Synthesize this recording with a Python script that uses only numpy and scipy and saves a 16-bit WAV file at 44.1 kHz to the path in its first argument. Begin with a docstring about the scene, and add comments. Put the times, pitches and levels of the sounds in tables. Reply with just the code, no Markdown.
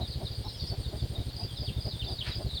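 """Chicks, hen and engine in a yard.

Chicks peep and trill (gliding sines) around a softly clucking hen (pulses and rasp through resonances);
trees scatter every call (decaying-noise convolution). Litter scuffs once (a noise burst).
Insects throb in the bushes (narrow noise bands) under a far chorus and outdoor air (shaped noise).
Far off a slow one-cylinder engine thuds twelve to fourteen times a second
(rounded low tone bursts, each with an echo, and puffs)."""
import sys
import numpy as np
from scipy import signal
from scipy.fft import rfft, irfft
from scipy.io import wavfile

SR = 44100
rng = np.random.default_rng(int(sys.argv[2]) if len(sys.argv) > 2 else 0)


def to_wav(sig):
    """Store sig (one row per channel, or 1-D mono) as 16-bit WAV at the path in sys.argv[1].

    Samples outside -1..1 are clipped; the rate is SR.
    """
    pcm = np.clip(np.atleast_2d(sig), -1, 1) * 32767
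    pcm = np.round(pcm).astype(np.int16)
    wavfile.write(sys.argv[1], SR, pcm.T)  # frames by channels


N = 114660
T = np.arange(N) / SR  # s

# insect bands: pitch_hz, width_hz, level_db
THROBBER_BAND = (8764, 540, -60)
# insect band, level before the swell: pitch_hz, width_hz, level_db
DRONER_BAND = (7170, 130, -78)
# slow level curve of the droner: time_s, gain_db
DRONER_SWELL = [(0, -21), (.55, -1), (.98, 8), (1.15, 5), (1.35, -3), (1.8, -1), (2.3, 6), (2.6, 7)]
# far insect chorus spectrum: freq_hz, relative_density_db
CHORUS_SPECTRUM = [(2000, -66), (2800, -4.5), (3400, 5.5), (4200, 4), (4800, 8.5), (5300, -6), (6200, -19)]
# outdoor air spectrum: freq_hz, relative_density_db
AIR_SPECTRUM = [(20, -9), (50, 2), (130, 1), (220, -14), (330, -15), (600, -17.5), (1200, -25.5),
                (2400, -25.5), (4000, -30), (6200, -35), (10000, -37), (17000, -36.5)]
# time between engine firings: time_s, period_s
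FIRING_PERIODS = [(0, .072), (.24, .075), (.4, .0795), (1.2, .081), (1.6, .085)]
# engine load: time_s, relative_level_db
ENGINE_LOAD = [(0, 0), (.09, -5), (.16, -3.5), (.24, -0.5), (.39, -3), (.47, -6), (.55, -8), (.63, -0.5),
               (.79, 1.5), (.87, -2), (.95, -1), (1.27, 0), (1.35, -6.5), (1.43, 0.5), (1.52, -4.5),
               (1.6, -1), (2.6, -1.5)]
# exhaust gas spectrum: freq_hz, relative_density_db
PUFF_SPECTRUM = [(120, 8), (170, 6), (300, 3.5), (500, -1), (750, -10.5), (1200, -35)]
# hen's clucks: middle_s, length_s, throat_hz, level_db
HEN_CLUCKS = [(.012, 0.073, 667, -41), (0.222, 0.079, 640, -42), (0.462, .06, 850, -44),
              (0.734, 0.057, 640, -42), (0.941, 0.067, 630, -42), (1.17, 0.15, 600, -47.5),
              (1.41, 0.08, 723, -46), (1.637, 0.067, 650, -47.5), (1.874, 0.065, 616, -42),
              (2.099, 0.12, 665, -44.5), (2.409, 0.07, 600, -41.5)]
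# distant peeps, heard only as scatter: start_s, length_s, first_hz, last_hz, relative_level_db
DISTANT_PEEPS = [(-0.02, 0.041, 4774, 3490, -38), (0.095, 0.053, 4350, 3480, -43),
                 (0.198, 0.05, 4200, 3560, -52), (0.239, 0.051, 4780, 3190, -46),
                 (0.323, 0.024, 4000, 3380, -49), (0.41, 0.075, 4470, 3425, -47.5),
                 (0.473, 0.053, 5410, 4250, -42.5), (0.55, 0.15, 5770, 4810, -54),
                 (0.589, 0.051, 3950, 3180, -42), (0.655, 0.055, 5760, 4900, -47.5),
                 (0.8, 0.066, 4877, 3265, -44), (0.955, 0.062, 4900, 4180, -44),
                 (1.020, .045, 3400, 2800, -55), (1.160, 0.074, 4310, 3060, -51),
                 (1.254, 0.052, 4900, 3655, -49), (1.559, 0.0413, 3780, 3070, -43.5),
                 (1.652, 0.057, 4650, 3020, -50), (1.890, .05, 4470, 3365, -40),
                 (2.008, 0.058, 4490, 3400, -41.5), (2.150, 0.035, 4530, 4150, -38),
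                 (2.179, 0.0325, 3850, 3310, -37), (2.299, .05, 4180, 3020, -38.5),
                 (2.385, 0.055, 5050, 4510, -48), (2.465, 0.088, 4370, 3290, -42)]
# near peeps: start_s, length_s, first_hz, last_hz, relative_level_db
NEAR_PEEPS = [(0.012, 0.061, 4200, 3380, -41), (0.232, 0.038, 5150, 5030, -56),
              (0.250, 0.038, 4300, 3280, -38.5), (0.442, 0.047, 5400, 5230, -50),
              (0.478, 0.028, 4400, 3550, -39), (0.488, 0.066, 5500, 4710, -53),
              (0.535, 0.053, 5400, 4770, -48), (0.540, 0.044, 3400, 2830, -53.5),
              (0.668, 0.033, 4700, 5410, -39), (0.696, 0.035, 4500, 4390, -37),
              (0.815, 0.028, 4400, 3675, -68), (0.845, 0.025, 3850, 3507, -43.5),
              (0.868, 0.038, 4600, 4150, -47), (0.985, 0.027, 3900, 3360, -47),
              (1.149, 0.025, 4053, 3493, -39), (1.205, 0.029, 3850, 3570, -48),
              (1.285, 0.03, 4300, 3610, -50), (1.412, 0.035, 2450, 2910, -55.5),
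              (1.480, .048, 3600, 3140, -46), (1.552, 0.04, 4300, 3525, -43.5),
              (1.662, 0.045, 3900, 2350, -41.5), (1.720, 0.039, 3700, 3400, -51),
              (1.765, 0.048, 3680, 3340, -48), (1.906, 0.0223, 4260, 3530, -43.5),
              (1.940, 0.023, 3700, 3200, -43), (1.992, 0.028, 3800, 3370, -39),
              (2.015, 0.019, 3280, 2540, -38), (2.060, 0.038, 3700, 3430, -44),
              (2.098, 0.033, 4100, 3300, -41.5), (2.207, 0.02, 3464, 2540, -32),
              (2.465, .04, 4400, 3390, -44.5), (2.525, 0.033, 4000, 3500, -41),
              (2.547, .026, 4600, 3910, -37), (2.568, 0.018, 4000, 3320, -31.5)]
# short notes of the trills: start_s, middle_hz, relative_level_db
TRILLS = [(.074, 4490, -36.5), (.104, 4480, -35.5), (.128, 4160, -41), (.276, 4600, -40), (.314, 4536, -37),
          (.346, 4550, -37.5), (.587, 4430, -34.5), (.607, 4534, -31), (.634, 4410, -38),
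          (1.005, 4650, -44), (1.325, 4410, -39.5), (1.361, 4680, -35), (1.394, 4706, -34),
          (1.429, 4700, -33), (1.568, 4700, -36.5), (1.605, 4690, -33.5), (1.641, 4680, -33),
          (1.805, 4660, -35.5), (1.844, 4706, -33), (1.880, 4710, -33.5), (2.043, 4630, -37.5),
          (2.078, 4720, -33.5), (2.113, 4770, -33), (2.283, 4750, -36), (2.317, 4800, -35),
          (2.352, 4710, -32)]
# dry litter spectrum: freq_hz, relative_density_db
SCUFF_SPECTRUM = [(800, -13), (1100, -12), (1500, -9), (1850, -6.5), (2100, -9), (2550, -6), (3100, -9),
                  (4500, -5.5), (5400, -22), (10000, -40), (16000, -46)]

THROB_PERIOD_S, THROB_PEAK_S, THROB_DEPTH = .1442, .102, .8
CHORUS_DB, AIR_DB = -52, -45.5
FIRST_FIRING_S, THUD_DB, THUD_SPREAD_DB = .0175, -25.5, 1.65
EXHAUST_HZ, EXHAUST_WIDTH_HZ = 89.3, 46
KNOCK_HZ, KNOCK_SHARE = 148, .24  # the exhaust's upper resonance
ECHO_S, ECHO_WANDER_S = .0172, .0013
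PUFF_DB, PUFF_S, PUFF_LEAD_S = -41, .068, .022
CLUCK_HZ, CLUCK_JITTER_SHARE, CLUCK_RASP = 201.7, .1207, .47
THROAT_WIDTH_HZ = 212
CHEST_HZ, CHEST_WIDTH_HZ, CHEST_DB = 295, 140, -1
HEN_SCATTER_DB = -18
CHIRP_ATTACK_SHARE = .22
CHIRP_EDGE = .8  # lower values hold the level to the ends
QUAVER_SHARE, QUAVER_POINTS_PER_S, FLUTTER_DB = .02, 330, 3.5
OVERTONE_DB = -36
NOTE_S, NOTE_FALL_SHARE = .028, .17
PEEP_DB, PEEP_SCATTER_DB = .5, -1.6
TRILL_DB, TRILL_SCATTER_DB = -5.5, 2
NEAR_T60_S, FAR_T60_S, FAR_DB, SCATTER_BUILD_S = .13, .5, -15, .002
SCUFF_AT_S, SCUFF_RISE_S, SCUFF_FALL_S, SCUFF_DB = 2.272, .022, .045, -37.5
CUTOFF_HZ = 17250


def from_db(db):
    """Decibels to gain."""
    return 10 ** (np.asarray(db) / 20)


def rms_one(x):
    """Scale to unit rms."""
    return x / np.sqrt(np.mean(x ** 2) + 1e-20)


def along(points, at):
    """Read a curve by straight lines."""
    return np.interp(at, *np.transpose(points))


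def add(out, start_s, sound):
    """Mix a sound in at a time, trimmed to the scene."""
    i = int(start_s * SR)
    a, b = max(i, 0), min(i + len(sound), N)
    if b > a:
        out[a:b] += sound[a - i:b - i]


def noise(spectrum):
    """Noise at rms 1, its spectrum read in dB over log frequency."""
    hz, db = np.transpose(spectrum)
    f = np.maximum(np.arange(N // 2 + 1) * SR / N, 1)
    gain = from_db(np.interp(np.log(f), np.log(hz), db))
    white = rng.standard_normal(N)
    return rms_one(irfft(rfft(white) * gain, N))


def resonate(x, hz, width_hz):
    """A two-pole resonance applied twice, for steep skirts."""
    r = np.exp(-np.pi * width_hz / SR)
    g = (1 - r * r) / 2
    section = [g, 0, -g, 1, -2 * r * np.cos(2 * np.pi * hz / SR), r * r]
    return signal.sosfilt([section] * 2, x + 1e-18)


def swell(u, attack):
    """Smooth rise and fall over u = 0..1, topping at the attack share."""
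    ramp = np.interp(u, [0, np.clip(attack, .05, .95), 1], [0, 1, 0])
    return np.sin(np.pi / 2 * ramp)


def trees(x):
    """Dense scatter from near trunks and leaves, plus a longer faint tail from the grove."""
    t = T[:SR]
    near = from_db(-60 * t / NEAR_T60_S)
    far = from_db(FAR_DB - 60 * t / FAR_T60_S)
    decay = (near + far) * (1 - np.exp(-t / SCATTER_BUILD_S))
    response = decay * rng.standard_normal(len(t))
    response /= np.sqrt(np.sum(response ** 2))  # unit energy
    return signal.fftconvolve(x, response)[:N]


def insect_band(hz, width_hz, db):
    """White noise narrowed to a shrill band by a resonance."""
    return from_db(db) * rms_one(resonate(rng.standard_normal(N), hz, width_hz))


def insects():
    """One narrow band throbs seven times a second, another slowly swells; a broader chorus holds steady."""
    throb = 1 - THROB_DEPTH * np.abs(np.sin(np.pi * (T - THROB_PEAK_S) / THROB_PERIOD_S)) ** 3
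    throbber = throb * insect_band(*THROBBER_BAND)
    droner = from_db(along(DRONER_SWELL, T)) * insect_band(*DRONER_BAND)
    return throbber + droner + from_db(CHORUS_DB) * noise(CHORUS_SPECTRUM)


def air():
    """Outdoor air: steady noise, strongest in the lows."""
    return from_db(AIR_DB) * noise(AIR_SPECTRUM)


def engine():
    """Each firing is a rounded exhaust thud that echoes once and carries a puff of gas."""
    thuds, puffs = np.zeros((2, N))
    t = T[:SR // 10] - .05  # thud is centred on its firing
    tone = np.sin(2 * np.pi * EXHAUST_HZ * t) + KNOCK_SHARE * np.cos(2 * np.pi * KNOCK_HZ * t)
    thud = tone * np.exp(-(np.pi * EXHAUST_WIDTH_HZ * t) ** 2)
    puff = swell(T[:SR // 4] / PUFF_S, attack=.62)
    s = FIRST_FIRING_S
    for strength, wander in rng.standard_normal(size=(36, 2)):
        gain = from_db(along(ENGINE_LOAD, s) + THUD_SPREAD_DB * strength)
        add(thuds, s + t[0], gain * thud)
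        add(thuds, s + t[0] + ECHO_S + ECHO_WANDER_S * wander, gain * thud)
        add(puffs, s - PUFF_LEAD_S, gain * puff)
        s += along(FIRING_PERIODS, s)
    return from_db(THUD_DB) * thuds + from_db(PUFF_DB) * puffs * noise(PUFF_SPECTRUM)


def hen():
    """Soft hoarse clucks: uneven pulses and rasp ring in the throat and chest."""
    out = np.zeros(N)
    t = T[:SR // 4]
    for middle_s, length_s, throat_hz, db in HEN_CLUCKS:
        jitter = np.repeat(rng.standard_normal(size=128), SR // 256)[:len(t)]
        cycles = np.cumsum(CLUCK_HZ * (1 + CLUCK_JITTER_SHARE * jitter)) / SR
        pulses = rms_one(np.diff(np.floor(cycles), prepend=0))
        source = pulses + CLUCK_RASP * rng.standard_normal(len(t))
        throat = rms_one(resonate(source, throat_hz, THROAT_WIDTH_HZ))
        chest = rms_one(resonate(source, CHEST_HZ, CHEST_WIDTH_HZ))
        voice = rms_one(throat + from_db(CHEST_DB) * chest)
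        envelope = swell(t / length_s, attack=.55) ** 1.6
        add(out, middle_s - length_s / 2, from_db(db) * voice * envelope)
    return out + from_db(HEN_SCATTER_DB) * trees(out)


def chirp(length_s, first_hz, last_hz):
    """A thin whistle gliding in pitch, with random quaver and level flutter; rms .5."""
    t = np.arange(int(length_s * SR)) / SR
    u = t / length_s
    points = rng.standard_normal(size=(2, 64))
    quaver, flutter = [np.interp(t * QUAVER_POINTS_PER_S, np.arange(64), w) for w in points]
    hz = (first_hz + (last_hz - first_hz) * u) * (1 + QUAVER_SHARE * quaver)
    phase = 2 * np.pi * np.cumsum(hz) / SR
    level = swell(u, CHIRP_ATTACK_SHARE) ** CHIRP_EDGE * from_db(FLUTTER_DB * flutter)
    tone = np.sin(phase) + from_db(OVERTONE_DB) * np.sin(2 * phase)
    return .5 * rms_one(level * tone)


def far_chicks():
    """Distant peeps blurred by the trees, with no direct sound."""
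    out = np.zeros(N)
    for start_s, length_s, first_hz, last_hz, db in DISTANT_PEEPS:
        add(out, start_s, from_db(db) * chirp(length_s, first_hz, last_hz))
    return trees(out)


def chicks():
    """Single gliding peeps and quick runs of short falling notes, direct and scattered."""
    peeps, trills = np.zeros((2, N))
    for start_s, length_s, first_hz, last_hz, db in NEAR_PEEPS:
        add(peeps, start_s, from_db(db + PEEP_DB) * chirp(length_s, first_hz, last_hz))
    for start_s, hz, db in TRILLS:
        first_hz, last_hz = hz * (1 + NOTE_FALL_SHARE / 2), hz * (1 - NOTE_FALL_SHARE / 2)
        add(trills, start_s, from_db(db + TRILL_DB) * chirp(NOTE_S, first_hz, last_hz))
    scatter = from_db(PEEP_SCATTER_DB) * trees(peeps) + from_db(TRILL_SCATTER_DB) * trees(trills)
    return peeps + trills + scatter


def scuff():
    """A brief swish in dry litter: noise with exponential rise and fall."""
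    since_s = T - SCUFF_AT_S
    envelope = np.exp(np.minimum(since_s / SCUFF_RISE_S, -since_s / SCUFF_FALL_S))
    return from_db(SCUFF_DB) * envelope * noise(SCUFF_SPECTRUM)


def scene():
    """The whole yard, summed to one channel."""
    yard = insects() + air() + engine() + hen() + far_chicks() + chicks() + scuff()
    return yard[None]


def record(dry):
    """Cut the top steeply with an elliptic low-pass."""
    lowpass = signal.ellip(12, .1, 80, CUTOFF_HZ, fs=SR, output="sos")
    return signal.sosfilt(lowpass, dry)


dry = scene()
out = record(dry)
to_wav(out)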